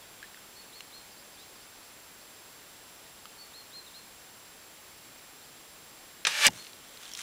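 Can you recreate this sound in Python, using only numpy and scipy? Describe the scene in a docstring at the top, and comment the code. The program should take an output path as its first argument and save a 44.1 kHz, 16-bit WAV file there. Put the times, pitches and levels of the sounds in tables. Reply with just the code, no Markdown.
"""First you hear small birds chirping far off and a few ticks of gear, over a camera's hiss and thin whine.
About six seconds in, an archer on this still, snowy field shoots toward the camera: the string snaps twice.
The arrow hisses closer on fluttering feathers, plunges into the snow and quivers.
Loose snow falls back behind it, and then the snow crunches and creaks under a boot."""
import sys
import numpy as np
from scipy import signal
from scipy.fft import rfft, irfft
from scipy.io import wavfile
from scipy.ndimage import uniform_filter1d

SR = 44100
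rng = np.random.default_rng(int(sys.argv[2]) if len(sys.argv) > 2 else 0)


def dump_mix(stems):
    """Bounce the given channels to the path in sys.argv[1] as a 16-bit WAV at rate SR."""
    frames = np.atleast_2d(stems).T  # one column per channel
    limited = np.clip(frames, -1, 1)  # hard clip at full scale
    pcm = np.round(limited * 32767).astype(np.int16)
    wavfile.write(sys.argv[1], SR, pcm)


N = 318402
TIME = np.arange(N) / SR
SHORT_TIME = TIME[:SR // 4]  # a quarter of a second, for brief sounds

# The string is let go, then slaps. A fade time ("t60") is how long a sound takes to drop by 60 dB.
# (time [s], level [dB], rise time [s], fade time [s], low edge [Hz], top edge [Hz],
#  pitch of the bow's arms [Hz], level of their ring [dB])
STRING_SNAPS = [(6.2503, -15, 0.00051, 0.032, 1200, 6130, 2610, -12.5),
                (6.268, -12.3, 0.002, 0.044, 100, 11000, 1290, -16)]
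# How strong the low and high parts of each snap are: (frequency [Hz], relative level [dB])
SNAP_TONE = [(88, -49), (150, -15), (320, -27), (445, -14), (1110, -10), (1270, -6), (1420, -10),
             (1630, -3), (2020, -0.5), (2180, -6), (2410, -5), (6230, -11.5), (7860, -16), (8660, -14),
             (15500, -33)]
def bow(arm_t60=0.017, hum_hz=168, hum_db=-50, hum_t60=0.22):
    """Two dry cracks make the bow's arms ring; after the second, the string hums briefly."""
    out, hz = np.zeros(N), frequencies(SHORT_TIME)
    for s, db, rise, t60, low_hz, top_hz, arm_hz, arm_db in STRING_SNAPS:
        between_edges = 1 / np.sqrt((1 + (low_hz / hz) ** 2) * (1 + (hz / top_hz) ** 8))
        noise = irfft(rfft(tiny_clicks()) * between_edges, len(SHORT_TIME))
        crack = amp(db) * shape_tone(noise, SNAP_TONE) * rise_and_fade(SHORT_TIME, rise, t60)
        add(out, s, crack + amp(arm_db) * ring(arm_hz, arm_t60, rise))
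    add(out, STRING_SNAPS[-1][0], amp(hum_db) * ring(hum_hz, hum_t60, rise=0.003))
    return out


# The arrow flies straight at a steady speed and just misses the microphone.
LAUNCH_S, PASS_S, SPEED_M_PER_S, MISS_M = 6.271, 6.462, 61, 0.53
FLUTTER_HZ, FLUTTER_EXTRA_HZ, FLUTTER_SETTLE_S = 584, 38, 0.04
# The tone of air on the feathers: (frequency [Hz], relative level [dB])
FEATHER_TONE = [(88, -65), (150, -37), (436, -21), (561, -5.5), (708, -14.5), (877, -5), (1060, -16),
                (1130, -5.5), (1270, -9), (1730, -1.5), (2060, -5), (2270, -0.5), (6600, -9.5),
                (12300, -21), (15500, -35)]
def arrow_flight(rush_db_at_1m=-20.5, buzz_db_at_1m=-23, start_s=0.0089, stop_s=0.0037):
    """Air rushes over the feathers, whose edges flutter in a rough buzz; both grow as the arrow nears."""
    age = np.maximum(TIME - LAUNCH_S, 0)
    ahead_m = SPEED_M_PER_S * np.maximum(PASS_S - TIME, 0)
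    distance_m = np.hypot(ahead_m, MISS_M)
    settling_hz = FLUTTER_HZ + FLUTTER_EXTRA_HZ * np.exp(-age / FLUTTER_SETTLE_S)
    flutter_hz = settling_hz * (1 - 0.025 * (1 - ahead_m / distance_m))  # the pitch dips as it passes
    wobble = 0.02 * slow_noise(N, smooth_samples=50)
    cycles = np.cumsum(flutter_hz * (1 + wobble)) / SR
    # the feathers give off sound best at around 3.6 times the flutter's pitch
    flutter = sum(np.cos(2 * np.pi * (k * cycles + rng.random())) / (1 + np.log2(k / 3.6) ** 2)
                  for k in range(1, 13))
    rush = amp(rush_db_at_1m) * shape_tone(rng.standard_normal(N), FEATHER_TONE) / distance_m ** 0.76
    # the buzz spreads sideways, so it stands out as the arrow comes alongside
    buzz = amp(buzz_db_at_1m) * shape_tone(flutter, FEATHER_TONE) / distance_m ** 1.25
    flying = np.clip(age / start_s, 0, 1) * np.exp(-np.maximum(TIME - PASS_S, 0) / stop_s)
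    return (rush + buzz) * flying


# The tone of the shaft rubbing through snow: (frequency [Hz], relative level [dB])
RUBBING_TONE = [(90, -42), (200, -25), (550, -9), (850, -11.5), (1200, -17), (1900, 0.5), (3000, -3.5),
                (3600, -5.5), (5400, -3.5), (6500, -10), (10000, -18), (15500, -33)]
# The snow gives way in jolts: (time [s], level [dB], pitch [Hz], fade time [s])
SNOW_JOLTS = [(6.469, -23.5, 230, 0.041), (6.485, -29.5, 240, 0.029), (6.4865, -20, 856, 0.022),
              (6.4925, -30, 190, 0.055)]
def arrow_landing(plunge_s=6.4635, slide_s=0.018, stick_t60=0.024, crust_s=6.4662):
    """The tip cracks the snow's crust and rings the shaft, which scrapes in, jolts to a stop and quivers."""
    age = np.maximum(TIME - plunge_s, 0)
    # the rubbing peaks at once, weakens as the arrow slows and ends when it sticks
    slowing = rise_and_fade(age, rise=0.0045, t60=0.092)
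    sticking = np.exp(-np.log(1000) * np.maximum(age - slide_s, 0) / stick_t60)
    rubbing = shape_tone(crackle(per_s=7400, spread_db=3.0), RUBBING_TONE)
    out = amp(-6.5) * rubbing * slowing * sticking
    crust_crack = amp(-3.5) * burst(hz=7500, octaves=0.36, t60=0.016, rise=0.00079)
    shaft_ring = amp(-15) * ring(hz=2840, t60=0.055)
    add(out, crust_s, crust_crack + shaft_ring)
    for s, db, hz, t60 in SNOW_JOLTS:
        add(out, s, amp(db) * ring(hz, t60))
    quiver = amp(-42) * burst(hz=150, octaves=0.98, t60=0.27, rise=0.006)
    add(out, SNOW_JOLTS[-1][0], quiver)
    return out


# The tone of crunching crystals: (frequency [Hz], relative level [dB])
CRUNCH_TONE = [(500, -32), (1000, -5), (2100, -1), (3900, -1), (4800, -6), (6000, 0), (7500, -6),
               (9000, -4.5), (11000, -14), (15000, -25)]
# Snow falls back behind the arrow, then shifts under a boot:
# (middle time [s], spread in time [s], crunch level [dB], scrape level [dB])
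SNOW_SHIFTS = [(6.585, 0.072, -49.5, -64), (6.96, 0.15, -59, -63), (7.075, 0.043, -51.5, -54),
               (7.203, 0.026, -41.5, -53)]
# The loudest creaks: (time [s], level [dB], middle frequency [Hz])
SNOW_CREAKS = [(6.5055, -40, 5600), (6.648, -42, 3200), (6.668, -40, 3000), (6.7325, -41.5, 3500),
               (6.973, -41, 4200), (7.032, -38, 4000), (7.054, -39, 3500), (7.116, -38, 4500),
               (7.136, -32, 5300), (7.1505, -31.5, 4000), (7.1736, -33.5, 5700)]
def shifting_snow():
    """Moving snow swells and fades with a fine crunch of crystals and a thin scrape; some creaks stand out."""
    crunch = shape_tone(crackle(per_s=4000, spread_db=4.5), CRUNCH_TONE)
    scrape = keep_band(crackle(per_s=3200, spread_db=7.0), hz=3250, octaves=0.15)
    out = np.zeros(N)
    for s, spread_s, crunch_db, scrape_db in SNOW_SHIFTS:
        swell = np.exp(-0.5 * ((TIME - s) / spread_s) ** 2)
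        out += (amp(crunch_db) * crunch + amp(scrape_db) * scrape) * swell
    for s, db, hz in SNOW_CREAKS:
        add(out, s, amp(db) * burst(hz, octaves=0.5, t60=0.015))
    return out


# Ticks of gear: (time [s], level [dB], pitch [Hz], fade time [s], click level relative to the ring [dB])
GEAR_TICKS = [(0.2278, -34, 1650, .03, -7.5), (.2415, -41, 1780, 0.045, -13), (.3452, -37, 1880, 0.011, -9),
              (0.373, -46, 1520, 0.022, -4), (0.8063, -30.5, 2720, 0.01, -0.5),
              (3.2553, -37, 1280, 0.016, -2.5)]
def gear_ticks():
    """Small hard parts knock together, each making a click and a short ring."""
    out = np.zeros(N)
    for s, db, hz, t60, click_db in GEAR_TICKS:
        click = amp(click_db) * burst(hz=3000, octaves=0.62, t60=0.89 * t60)
        add(out, s, amp(db) * (ring(hz, t60) + click))
    return out


# One bird's whistles: (time [s], length [s], held pitch [Hz], opening slide [share of the pitch],
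#  level [dB], level change over the note [dB])
BIRD_WHISTLES = [(0.554, 0.072, 4410, 0.05, -51.5, 0), (0.724, 0.09, 4350, 0.26, -50, -2),
                 (0.919, 0.082, 4300, 0.28, -48, 0), (3.376, 0.072, 4480, 0.06, -49.5, 0),
                 (3.531, 0.088, 4300, 0.24, -48.5, 0), (3.719, 0.086, 4230, 0.27, -45, 9),
                 (3.934, 0.078, 4250, 0.23, -49.5, -5), (6.579, 0.065, 4340, 0.04, -46.5, 0)]
def whistling_bird(slide_s=0.016, droop_share=0.045, droop_s=0.0139):
    """Each whistle slides up to a pitch, holds it and droops at the end."""
    out = np.zeros(N)
    for s, length, held_hz, slide_share, db, swell_db in BIRD_WHISTLES:
        t = TIME[:round(length * SR)]
        slide = slide_share * (1 - np.tanh(t / slide_s))
        droop = droop_share * np.exp((t - length) / droop_s)
        loudness = amp(db + swell_db * (t / length - 0.5))
        add(out, s, loudness * bird_note(held_hz * (1 - slide - droop)))
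    return out


# A second bird's first round: (time [s], length [s], start pitch [Hz], end pitch [Hz], level [dB])
SEESAW_NOTES = [(1.112, 0.03, 5400, 4400, -56), (1.165, 0.048, 3800, 5400, -55)]
def seesaw_bird(rounds=4, every_s=0.217, drop_db=1.3):
    """A bird repeats a falling and a rising note, a little fainter each round."""
    out = np.zeros(N)
    for k in range(rounds):
        for s, length, start_hz, end_hz, db in SEESAW_NOTES:
            add(out, s + k * every_s, amp(db - k * drop_db) * chirp(length, start_hz, end_hz))
    return out


# Single bird calls: (time [s], length [s], start pitch [Hz], end pitch [Hz], level [dB])
STRAY_CHIRPS = [(0.005, 0.041, 3750, 3150, -57), (0.182, 0.034, 3850, 3100, -56),
                (0.355, 0.04, 3850, 3100, -58), (1.37, 0.081, 3200, 4250, -55.5),
                (2.198, 0.035, 3800, 4650, -59), (3.861, 0.0286, 4200, 3450, -50.5),
                (5.415, 0.045, 3600, 5200, -58)]
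def stray_birds():
    """Now and then a bird gives one short call that slides up or down."""
    out = np.zeros(N)
    for s, length, start_hz, end_hz, db in STRAY_CHIRPS:
        add(out, s, amp(db) * chirp(length, start_hz, end_hz))
    return out


def chirp(length, start_hz, end_hz):
    """A bird note that slides from one pitch to another, fastest at the start."""
    progress = np.linspace(0, 1, round(length * SR))
    return bird_note(start_hz + (end_hz - start_hz) * progress ** 0.75)


def bird_note(hz, waver=0.0052):
    """An almost pure tone follows a pitch curve, wavering slightly as it swells and fades."""
    drift = slow_noise(SR, smooth_samples=150)[:len(hz)]
    swell = abs(np.sin(np.linspace(0, np.pi, len(hz)))) ** 0.4
    return np.sin(2 * np.pi * np.cumsum(hz * (1 + waver * drift)) / SR) * swell


def tree_echo(sound, t60):
    """Trunks and bushes bounce back a thin echo."""
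    echoes = tiny_clicks(gap_samples=24) * rise_and_fade(SHORT_TIME, rise=0.012, t60=t60)
    return signal.oaconvolve(sound, echoes / np.linalg.norm(echoes))[:N]


# The hiss of open air and the microphone: (frequency [Hz], relative level [dB])
AIR_TONE = [(12, -34), (20, -7), (177, -2.5), (361, -1.5), (398, -2.5), (428, -1), (547, -1.5), (649, -2),
            (790, -2), (5610, -6.5), (7000, -10.5), (9100, -36), (15400, -120)]
# The camera's high, uneven hiss: (frequency [Hz], relative level [dB])
CAMERA_TONE = [(5500, -49), (7200, 0), (9200, -2), (10200, 3.5), (10900, 0.5), (11900, -4.5), (12900, -0.5),
               (13300, -8.5), (14100, 4), (15000, -5.5), (15700, -8.5)]
# Steady tones from the camera's electronics: (pitch [Hz], level [dB])
CAMERA_WHINE = [(7559.8, -63.5), (7589, -81), (15121, -72), (15150, -70.5)]
def hiss_and_whine(air_db=-53.5, camera_db=-57.5):
    """Still air and the microphone hiss softly; the camera adds a higher hiss and a thin whine."""
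    air = amp(air_db) * shape_tone(rng.standard_normal(N), AIR_TONE)
    camera = amp(camera_db) * shape_tone(rng.standard_normal(N), CAMERA_TONE)
    whine = sum(amp(db) * np.sqrt(2) * np.sin(2 * np.pi * (hz * TIME + rng.random()))
                for hz, db in CAMERA_WHINE)
    return air + camera + whine


def ring(hz, t60, rise=0.00038):
    """One fading tone from something struck."""
    return np.sin(2 * np.pi * hz * SHORT_TIME) * rise_and_fade(SHORT_TIME, rise, t60)


def burst(hz, octaves, t60, rise=0.00011):
    """A short, dry noise around one frequency."""
    return keep_band(tiny_clicks(), hz, octaves) * rise_and_fade(SHORT_TIME, rise, t60)


def crackle(per_s, spread_db):
    """Snow crystals break at random, a few of them loudly."""
    sizes = amp(spread_db * np.minimum(rng.exponential(1, N), 4))
    return sizes * rng.choice([-1., 1.], N) * (rng.random(N) < per_s / SR)


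def tiny_clicks(gap_samples=8):
    """A dense, even spray of clicks, one in every few samples."""
    clicks = np.zeros(len(SHORT_TIME))
    slots = np.arange(0, len(clicks) - gap_samples, gap_samples)
    clicks[slots + rng.integers(0, gap_samples, len(slots))] = rng.choice([-1., 1.], len(slots))
    return clicks


def slow_noise(samples, smooth_samples):
    """A smoothed random wander."""
    return normalise(uniform_filter1d(rng.standard_normal(samples), size=smooth_samples))


def rise_and_fade(t, rise, t60):
    """Loudness that climbs for `rise` seconds and falls by 60 dB every `t60` seconds."""
    return np.clip(t / rise, 0, 1) * np.exp(-np.log(1000) * t / t60)


def shape_tone(x, points):
    """Turns parts of x up or down along (frequency [Hz], level [dB]) points, then normalises."""
    hz, db = np.transpose(points)
    gains = amp(np.interp(np.log(frequencies(x)), np.log(hz), db))
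    return normalise(irfft(rfft(x) * gains, len(x)))


def keep_band(x, hz, octaves):
    """Keeps mostly the part of x near one frequency, then normalises."""
    gains = 1 / (1 + (np.log2(frequencies(x) / hz) / octaves) ** 2)
    return normalise(irfft(rfft(x) * gains, len(x)))


def frequencies(x):
    """The frequencies that make up x, raised by 1 Hz to avoid zero."""
    return np.fft.rfftfreq(len(x), 1 / SR) + 1


def normalise(x):
    """Scales x to an average strength (rms) of 1."""
    return x / np.sqrt(np.mean(x ** 2) + 1e-20)


def amp(db):
    """Turns decibels into a number to multiply by."""
    return 10 ** (np.asarray(db) / 20)


def add(mix, s, sound):
    """Mixes a sound in, starting at s seconds."""
    part = mix[round(s * SR):][:len(sound)]
    part += sound[:len(part)]


def scene():
    """Snow swallows nearly all echo; everything reaches one microphone."""
    shot = bow()
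    birds = whistling_bird() + seesaw_bird() + stray_birds()
    echo = amp(-9.5) * tree_echo(shot, t60=0.14) + amp(-7) * tree_echo(birds, t60=0.41)
    arrow = arrow_flight() + arrow_landing()
    mono = shot + arrow + birds + echo + gear_ticks() + shifting_snow() + hiss_and_whine()
    return np.array([mono, mono])


def record(dry, limit_db=-21, squeeze=0.32, recover_db_per_s=170, react_s=0.0034, top_hz=15830):
    """Automatic volume dips on the impact and soon recovers; peaks are rounded and the highest treble cut."""
    level_db = 10 * np.log10(abs(uniform_filter1d(dry[0] ** 2, size=100)) + 1e-12)
    fall_db = TIME * recover_db_per_s
    held_db = np.maximum.accumulate(level_db + fall_db) - fall_db  # jumps to each peak, then sinks
    over_db = np.maximum(held_db - limit_db, 0)
    lag = np.exp(-1 / (react_s * SR))
    dip_db = squeeze * signal.lfilter([1 - lag], [1, -lag], over_db)
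    dipped = dry / amp(dip_db)
    rounded = 0.7 * np.tanh(dipped / 0.7)
    treble_cut = signal.firwin(511, top_hz, window=("kaiser", 9), fs=SR)
    return signal.oaconvolve(rounded, treble_cut[None], "same")


dry = scene()
out = record(dry)
dump_mix(out)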